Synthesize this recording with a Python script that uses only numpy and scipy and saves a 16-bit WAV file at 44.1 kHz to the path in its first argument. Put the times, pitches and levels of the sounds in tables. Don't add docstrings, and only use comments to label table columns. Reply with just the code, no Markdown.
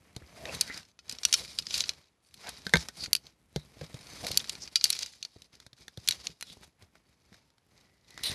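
import sys
import numpy as np
from scipy import signal
from scipy.fft import rfft, irfft, next_fast_len
from scipy.io import wavfile
from scipy.ndimage import uniform_filter1d

SR = 44100
rng = np.random.default_rng(int(sys.argv[2]) if len(sys.argv) > 2 else 0)


def waveform_to_disk(signal):
    frames = np.transpose(np.atleast_2d(signal))
    scaled = np.clip(frames, -1, 1) * 32767
    samples = np.round(scaled).astype(np.int16)
    wavfile.write(sys.argv[1], SR, samples)


N = 367794
TIME, HIT_TIME = np.arange(N) / SR, np.arange(8192) / SR

# frequency in Hz, relative gain in dB.
AIR_SPECTRUM = [(20, -26.5), (60, 2.5), (200, -6.5), (900, -12), (2200, -17.5), (4600, -21), (8000, -26.5),
                (12500, -35)]
PALM_SPECTRUM = [(20, -20.5), (40, -12), (65, 1.5), (100, -4.5), (160, -3), (280, -8.5), (450, -14.5),
                 (900, -29.5)]
SLEEVE_SPECTRUM = [(150, -21.5), (400, -2), (650, -1), (1050, -3), (1600, -5.5), (2200, -1), (3000, -9.5),
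                   (5000, -24)]
SLIDE_SPECTRUM = [(900, -31), (2200, -13), (3300, -4), (4600, 2), (5600, 1), (7000, -10), (9000, -23),
                  (13000, -37)]
HISS_SPECTRUM = [(4500, -31), (7500, 2.5), (9500, 7.5), (12500, -2.5)]
KNOCK_SPECTRUM = [(80, -10), (500, -5), (1100, -7), (1700, 1.5), (2800, -10.5), (4000, -1), (7000, -10.5),
                  (12500, -16.5)]
CLICK_SPECTRUM = [(80, -24), (300, -35), (750, -33.5), (1300, -16.5), (2400, -6), (4600, -2.5), (6500, -3),
                  (8000, -9), (12500, -15)]
THUD_SPECTRUM = [(50, -4), (170, 3), (300, -4), (550, -3), (1100, -23.5), (3000, -45.5)]
REVERB_SPECTRUM = [(200, -2), (1500, -2), (5000, -2.5), (11000, -2.5)]
# frequency in Hz, relative level in dB, T60 in seconds.
SHELL_MODES = [(442, -9.5, 0.039), (620, -12.5, 0.012), (919.5, -19.5, 0.057), (1570, -3, 0.061),
               (1705, -11, .04), (1810, -5, 0.037), (2128, -2.5, 0.051), (3600, -3.5, .035),
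               (3760, -7, 0.04), (4500, -26.5, 0.035), (6460, -14, 0.055)]
ARROW_MODES = [(1436, -19.5, 0.057), (2466, -6, 0.034), (2900, -15, 0.075), (3368, -10.5, .03),
               (3892, -0.5, 0.027), (4430, -5, 0.057), (4880, -6, 0.022), (6010, 0.5, 0.026),
               (6720, -8.5, 0.015), (9000, -12, 0.0088), (10670, -7, 0.015)]
# frequency in Hz, bandwidth in Hz, gain in dB.
GRIPPED_RESONANCES = [(3100, 180, -3), (3790, 590, 7.5), (4007, 240, 6), (8800, 780, 0), (9900, 330, -8),
                      (11540, 450, -24.5)]
# peak time, swell and fade in seconds, then relative levels in dB
ARM_STROKES = [(.27, .7, 0.32, -69, -80, -60), (0.529, 0.21, 0.1, -46.5, -56, -43),
               (.65, 0.19, 0.081, -46, -55.5, -50), (.77, .15, 0.074, -44.5, -54.5, -48),
               (.885, 0.042, 0.052, -65, -75.5, -70.5), (1.11, 0.077, 0.17, -53, -62, -52.5),
               (1.271, 0.086, 0.09, -48, -51.5, -49.5), (1.38, 0.1, 0.13, -39, -45, -47),
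               (1.52, 0.14, 0.079, -45, -53, -55), (1.62, 0.11, 0.14, -49.5, -57.5, -55.5),
               (1.77, 0.098, 0.11, -32.5, -43.5, -46.5), (1.9, 0.23, 0.16, -53.5, -64, -53),
               (2.27, .07, 0.26, -72, -71.5, -77.5), (2.47, .13, 0.24, -47.5, -58.5, -49),
               (2.81, 0.18, .12, -47.5, -54.5, -49), (3.04, 0.085, 0.046, -40.5, -48.5, -49.5),
               (3.15, 0.27, 0.078, -70, -72, -58.5), (3.269, 0.056, 0.065, -57.5, -78, -61),
               (3.571, 0.051, 0.23, -60.5, -69, -60), (3.84, 0.15, 0.1, -56.5, -71, -56.5),
               (4.17, 0.55, 0.6, -58, -61.5, -51), (4.279, 0.25, 0.36, -40.5, -49.5, -47),
               (4.49, .05, .22, -56, -65, -56.5), (4.628, 0.056, 0.19, -52, -64, -54),
               (4.86, 0.096, 0.33, -40.5, -51, -55), (5.02, 0.19, 0.095, -42, -57, -52.5),
               (5.17, .1, 0.11, -71, -85, -68), (5.25, .04, 0.051, -59, -67, -61),
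               (5.43, .12, 0.053, -60, -67, -61.5), (5.54, 0.025, 0.058, -59, -76, -60.5),
               (5.62, 0.038, 0.069, -58.5, -74, -62.5), (5.81, 0.058, 0.13, -57.5, -68, -62.5),
               (6.11, 0.15, 0.14, -48.5, -58, -53.5), (6.28, 0.14, 0.068, -49, -62, -56),
               (6.509, 0.1, 0.066, -51, -57.5, -57.5), (6.63, 0.088, 0.086, -60.5, -70.5, -60),
               (6.82, 0.047, 0.082, -68.5, -84, -61), (6.97, .08, 0.093, -71.5, -88.5, -66),
               (7.09, 0.067, 0.18, -73, -87.5, -69), (7.35, 0.2, 0.18, -66, -81, -64.5),
               (7.47, .05, 0.042, -74.5, -82.5, -82), (7.78, 0.17, 0.29, -68, -86, -64.5),
               (8.11, .09, 0.067, -62, -79, -65), (8.29, 0.15, .3, -43.5, -54.5, -44.5)]
# time in seconds, level in dB for a sleeve level of 0 dB.
PALM_LEVELS = [(0, -18.5), (.4, -15.5), (1.2, -22.5), (1.6, -16), (2.1, -23.5), (2.95, -16.5), (3.7, -17),
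               (4.3, -17), (5.1, -22.5), (6.55, -16), (7.2, -21.5), (8.34, -18)]
# start in seconds, relative level in dB, pitch in Hz.
HAND_BUMPS = [(.165, -26, 121), (.216, -42, 71.8), (0.545, -32.5, 112), (0.699, -34.5, 278),
              (1.128, -42, 252), (2.666, -26.5, 188), (2.741, -17, 163), (2.742, -20, 205),
              (2.758, -20, 71.5), (2.886, -44, 121), (3.076, -36.5, 99), (3.245, -48, 132),
              (3.561, -19, 147), (3.575, -30, 61.5), (3.768, -41.5, 103), (3.813, -28.5, 157.4),
              (3.833, -34, 144), (3.943, -29.5, 132), (4.305, -29, 88), (4.319, -37.5, 73),
              (4.331, -37.5, 167), (5.361, -38, 101), (5.665, -43.5, 120), (5.73, -48, 128.6),
              (5.975, -30.5, 110.5), (6.295, -42.5, 161), (6.57, -43.5, 85.5), (6.824, -46.5, 91),
              (7.32, -45, 187), (8.295, -32, 76.74), (8.316, -32.5, 134)]
# start in seconds, relative level in dB, gain up to 2.1 kHz in dB.
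SHELL_TAPS = [(.164, -26.5, -15), (.222, -43, 14), (.542, -28, -22), (0.699, -27, 13), (2.667, -15.5, -3),
              (2.694, -27, -6), (2.737, -1, -2), (2.741, -10.5, 6.5), (2.756, -9, 0.5), (2.769, -15, -5.5),
              (2.886, -21, -3), (3.561, -18.5, -8.5), (3.812, -32.5, 1.5), (3.943, -32, -10.5),
              (5.365, -47, 0.5), (5.53, -48, -8), (5.601, -36, -7), (5.665, -35, -9.5), (5.731, -36, -7),
              (5.78, -48, -5), (5.881, -28.5, -0.5), (5.974, -29, -9.5), (6.632, -39, 4),
              (6.824, -41.5, -10), (6.954, -43.5, 7), (7.328, -42.5, 4), (7.343, -42.5, -2),
              (7.503, -51, -6), (7.582, -50, -4), (8.177, -26.5, 0), (8.194, -35, 6)]
# peak time and half length in seconds, level in dB, centre and bandwidth in Hz.
SHORT_RUBS = [(.41, 0.061, -53.5, 646, 99), (0.482, 0.031, -43, 560, 220), (.492, .017, -42, 2510, 200),
              (0.713, 0.025, -42, 1967, 209.4), (0.727, 0.07, -51, 1620, 351),
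              (1.421, .02, -55.5, 521, 200), (2.471, 0.022, -46, 775, 304),
              (2.472, 0.027, -46.5, 1350, 900), (2.797, 0.036, -44, 5300, 1500),
              (3.593, .04, -60.5, 3900, 250), (3.028, 0.026, -37, 4600, 403.5),
              (4.249, 0.02, -40.5, 575, 215), (4.33, .02, -42, 4670, 899),
              (4.628, 0.019, -41.5, 5400, 1300), (4.803, 0.011, -43.5, 4750, 350),
              (4.867, 0.032, -44.5, 4600, 397.2), (6.132, .029, -53, 2000, 901.5),
              (6.502, 0.031, -50, 3650, 744), (7.48, .14, -82.5, 922, 29.9), (7.9, .16, -78.5, 1984, 130.5),
              (8.3, 0.12, -50, 1970, 131)]
# start in seconds, level in dB, then relative body (up to 1.8 kHz),
# brightness (from 8.8 kHz) and after-ring in dB, buzz frequency in Hz.
SHAFT_IMPACTS = [(.4547, -31.5, 17.5, -9.5, -6.5, 3660), (.5479, -32, 1.5, 4.5, 12.5, 3960),
                 (.6109, -11.5, -2, 3, -2, 4390), (.7755, -34.5, 6, 3, 4, 4900),
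                 (.9902, -45, 7, -6.5, 32, 5100), (1.0953, -28.5, -3, -1, 1, 5000),
                 (1.1127, -34.5, 4.5, -1, 11, 4680), (1.1243, -33.5, -6.5, 0.5, 6, 5100),
                 (1.1859, -35.5, -3.5, -11.5, 5, 5500), (1.2329, -30, -2, -6.5, 15.5, 5600),
                 (1.2512, -12, 0.5, 1.5, 1.5, 5730), (1.3275, -13.5, -5.5, -3, -3, 5370),
                 (1.3381, -17, 0, -1.5, 4.5, 5500), (1.341, -11.5, 0, -4.5, 7, 5350),
                 (1.5874, -19.5, -2.5, -4, 3.5, 4990), (1.6679, -29.5, -1.5, -16, -9.5, 4940),
                 (1.7078, -29, 5, -12.5, 12, 5200), (1.7416, -20.5, -1, -6, 16, 4600),
                 (1.7785, -26.5, -4, 8, -13, 5400), (1.8061, -16.5, -5, -10, -8, 3900),
                 (1.8393, -25, 2, -25, 5, 4400), (1.8923, -19, 1.5, -8, 1.5, 3910),
                 (2.3416, -42.5, 4, 6, 6, 4250), (2.4915, -30, -1, 3.5, 1, 4400),
                 (3.0595, -33.5, 8, -12.5, -0.5, 4700), (3.1313, -8.5, 0, 7, -22, 4600),
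                 (3.1512, -17.5, -1.5, 3, -16, 4720), (3.1635, -31, 0.5, -5, 1, 4630),
                 (3.2678, -42, -7, -9, -15, 4620), (4.2676, -26, 10, 7, 4, 4030),
                 (4.3162, -27, -7, -1.5, -6.5, 4260), (4.3738, -9.5, -7, 9.5, -8, 4680),
                 (4.4011, -33.5, 6, -26, 1.5, 3620), (4.4431, -36.5, 10, -8, 3, 3980),
                 (4.4951, -24, -3, -4.5, -7.5, 4430), (4.5531, -35.5, 6.5, -9, 5.5, 4500),
                 (4.6763, -36, 2.5, -12, -0.5, 4700), (4.7574, -12.5, -3.5, -4.5, 13.5, 4800),
                 (4.8113, -26.5, 4, -25.5, -7, 4490), (4.8414, -8.5, -8.5, 3.5, -1.5, 4480),
                 (4.8551, -21.5, 3.5, -7.5, 3, 4680), (4.903, -14, -3, 5, -12, 4240),
                 (4.9279, -24.5, -1.5, -6, 10, 5310), (4.9902, -26.5, 0, -2, 1, 4940),
                 (5.0309, -24, -13, -12, -1, 4730), (5.0612, -34, 1, 0, 9, 4700),
                 (5.2275, -29, -6, -5, 6, 4300), (5.2503, -29.5, -2, -13, -12, 4540),
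                 (5.42, -42.5, -8, -1, -16, 3870), (6.0757, -24, -2, -10.5, 1.5, 4920),
                 (6.0873, -10, -3, 4, -8.5, 4320), (6.1092, -20, -0.5, -1.5, -1, 3880),
                 (6.1222, -27, -2, -9.5, 18, 3870), (6.2698, -23.5, -3, -9, -32, 4200),
                 (6.4102, -33.5, 8, 1, -4, 4180), (6.4259, -29, 10, 5.5, 2.5, 4105),
                 (8.2356, -27, 3, 5, -12, 3780)]
# time in seconds, level in dB, nominal slips per second.
FOAM_DRAG = [(8.228, -68, 530), (8.235, -30.5, 790), (8.25, -31.5, 740), (8.266, -28, 550),
             (8.286, -34, 700), (8.297, -40, 420), (8.34, -45.5, 620)]


def undb(db):
    return 10 ** (np.asarray(db) / 20)


def unit(x):
    return x / np.sqrt(np.mean(x ** 2) + 1e-18)


def at_level(x, db):
    return x * undb(db) / np.sqrt(uniform_filter1d(x ** 2, size=88).max())


def add(out, start, sound):
    i = max(int(start * SR), 0)
    out[i:i + len(sound)] += sound[:max(N - i, 0)]


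def colour(x, spectrum):
    size = next_fast_len(len(x) // 2 + 512, True) * 2
    hz, db = np.transpose(spectrum)
    bin_hz = np.arange(size // 2 + 1) * SR / size
    gain = undb(np.interp(np.log(bin_hz + 1), np.log(hz), db))
    cepstrum = irfft(np.log(gain))
    cepstrum[1:size // 2] *= 2
    cepstrum[size // 2 + 1:] = 0
    return irfft(rfft(x, size) * np.exp(rfft(cepstrum)))[:len(x)]


def resonate(x, resonances):
    return sum(undb(db) * signal.lfilter(*signal.iirpeak(hz, hz / width, SR), x)
               for hz, width, db in resonances)


def wander(rate):
    steps = rng.standard_normal(4096)
    return np.sqrt(2) * np.interp(TIME * rate, np.arange(len(steps)), steps)


def decay(t60):
    return np.exp(-np.log(1000) * HIT_TIME / t60)


def ring(modes, detune, scatter_db):
    out = np.zeros(len(HIT_TIME))
    for hz, db, t60 in modes:
        weight, shift, polarity = rng.standard_normal(3)
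        tone = np.sign(polarity) * np.sin(2 * np.pi * hz * (1 + detune * shift) * HIT_TIME)
        out += undb(db + scatter_db * weight) * decay(t60) * tone
    return out


def friction_noise(rate, spread_db, smooth):
    size = undb(spread_db * np.minimum(rng.exponential(size=N), 5))
    slips = (rng.random(N) < rate / SR) * size * rng.choice([-1, 1], N)
    return unit(unit(slips) + smooth * rng.standard_normal(N))


def background(air_db=-75.5, whine_db=-94, whine_hz=11107):
    air = unit(colour(rng.standard_normal(N), AIR_SPECTRUM)) * undb(air_db)
    return air + np.sqrt(2) * undb(whine_db) * np.sin(2 * np.pi * whine_hz * TIME)


def room(x, wet_db, t60):
    t = TIME[:SR]
    envelope = np.exp(-np.log(1000) * t / t60) * (1 - np.exp(-t / .012))
    tail = colour(rng.standard_normal(SR) * envelope, REVERB_SPECTRUM)
    return x + undb(wet_db) * signal.fftconvolve(x, tail / np.linalg.norm(tail))[:N]


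def arm_levels(drop_db=19, resting_db=-88):
    t = TIME[::32]
    power = np.full((3, len(t)), 1e-14)
    for peak, swell, fade, *levels in ARM_STROKES:
        distance = np.abs((t - peak) / np.where(t < peak, swell, fade))
        power += undb(np.array(levels)[:, None] - drop_db * distance ** 1.15) ** 2
    power[2] += undb(resting_db) ** 2
    return [np.interp(TIME, t, 10 * np.log10(p)) for p in power]


def sleeve_rustle(sleeve_db, catch_db):
    slips = friction_noise(rate=900, spread_db=2, smooth=.68) * undb(catch_db + .4 * wander(28))
    return unit(colour(slips, SLEEVE_SPECTRUM)) * undb(sleeve_db - 3.5)


def palm_rumble(sleeve_db):
    level_db = np.interp(TIME, *np.transpose(PALM_LEVELS)) + .71 * sleeve_db
    slips = friction_noise(rate=180, spread_db=3, smooth=.97) * undb(wander(25))
    return unit(colour(slips, PALM_SPECTRUM)) * undb(level_db)


def hand_bumps(resonance_hz=160, width_hz=18):
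    out = np.zeros(N)
    for start, db, hz in HAND_BUMPS:
        t60 = .065 + .07 * np.exp(-((hz - resonance_hz) / width_hz) ** 2)
        rocking = ring([(hz, 0, t60), (70, -14, .09)], detune=.0061, scatter_db=5.5)
        thud = colour(rng.standard_normal(len(HIT_TIME)) * decay(.027), THUD_SPECTRUM)
        bump = at_level(rocking, 0) + at_level(thud, -.86)
        add(out, start, at_level(bump, db - 5.5))
    return out


def shell_knocks():
    out = np.zeros(N)
    for start, db, body_db in SHELL_TAPS:
        chatter = rng.standard_normal(len(HIT_TIME)) * (decay(.013) + undb(-23.5) * decay(.09))
        modes = ring(SHELL_MODES, detune=.012 - .00041 * min(db, 0), scatter_db=5.5)
        knock = at_level(colour(chatter, KNOCK_SPECTRUM), 0) + at_level(modes, .45 * db - 1.5)
        knock = colour(knock, [(2100, body_db), (3300, 0), (5500, 0), (8000, -3.5)])
        add(out, start, at_level(knock, db - 9))
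    return out


def rasps():
    out = np.zeros(N)
    slips = friction_noise(rate=1200, spread_db=3.5, smooth=.5)
    for peak, half, db, hz, width in SHORT_RUBS:
        span = np.abs(TIME - peak) < 3 * half
        envelope = np.exp(-((TIME[span] - peak) / half) ** 2)
        band = [(hz, 1.5 * width, 0)]
        out[span] += unit(resonate(resonate(slips[span], band), band)) * envelope * undb(db)
    return out


def sliding_shafts(slide_db, hiss_db, catch_db):
    slips = friction_noise(rate=1100, spread_db=1.5, smooth=.86) * undb(catch_db)
    singing = sum(resonate(slips, [(hz, 160, db)]) * undb(3.5 * wander(18))
                  for hz, db, _ in ARROW_MODES if hz < 8000)
    slide = unit(unit(colour(slips, SLIDE_SPECTRUM)) + undb(-5) * unit(singing))
    fine_slips = (slips + rng.standard_normal(N)) * undb(catch_db + wander(100))
    hiss = unit(colour(fine_slips, HISS_SPECTRUM))
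    return slide * undb(slide_db - 2) + hiss * undb(hiss_db)


def light_touches(slide_db, per_second=22):
    chance = rng.random((300, 5))
    starts = np.cumsum(-np.log(chance[:, 0]) / per_second)
    levels = np.interp(starts, TIME, slide_db) + 4
    return [(start, db + 8 * size, 3.5, -14 + 16 * bright, 6 * loose, 3800 + 1500 * place)
            for start, db, (_, size, bright, loose, place) in zip(starts, levels, chance)
            if start < TIME[-1]]


def shaft_clicks(impacts):
    out = np.zeros(N)
    for start, db, body_db, top_db, ring_db, hz in impacts:
        noise = rng.standard_normal((2, len(HIT_TIME)))
        chatter = noise[0] * (undb(8) * decay(.0013) + decay(.017) + undb(ring_db - 22) * decay(.07))
        crack = colour(chatter, CLICK_SPECTRUM)
        rattle = noise[1] * (decay(.0071) + undb(ring_db - 19.5) * decay(.053))
        buzz = resonate(rattle, [(hz, 230, 0)])
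        modes = ring(ARROW_MODES, detune=.025, scatter_db=0)
        click = at_level(crack, 0) + at_level(buzz, -1.6) + at_level(modes, .5 * ring_db - 7.5)
        click = colour(click, [(1800, body_db), (3200, 0), (6800, 0), (8800, top_db + 2.5)])
        add(out, start, at_level(click, db))
    return out


def foam_pull():
    times, db, rate = np.transpose(FOAM_DRAG)
    slip_hz = np.interp(TIME, times, rate) * undb(2.2 * wander(300))
    phase = np.cumsum(slip_hz) / SR % 1
    puffs = rng.standard_normal(N) * np.exp(-phase / .51) * undb(2 * wander(180))
    return unit(resonate(puffs, GRIPPED_RESONANCES)) * undb(np.interp(TIME, times, db, left=-150))


def scene():
    slide_db, hiss_db, sleeve_db = arm_levels()
    events = shaft_clicks(SHAFT_IMPACTS) + shell_knocks() + hand_bumps() + rasps() + foam_pull()
    floor = background()
    catch_db = 2 * wander(70)
    sliding = sliding_shafts(slide_db, hiss_db, catch_db)
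    handling = sleeve_rustle(sleeve_db, catch_db) + palm_rumble(sleeve_db)
    ticks = shaft_clicks(light_touches(slide_db))
    mono = floor + handling + sliding + ticks + room(events, wet_db=-31, t60=.16)
    return np.array([mono, mono])


def record(dry):
    thinned = signal.sosfilt(signal.butter(2, 48, "high", fs=SR, output="sos"), dry)
    return signal.sosfilt(signal.ellip(10, .2, 70, 12480, fs=SR, output="sos"), thinned)


dry = scene()
out = record(dry)
waveform_to_disk(out)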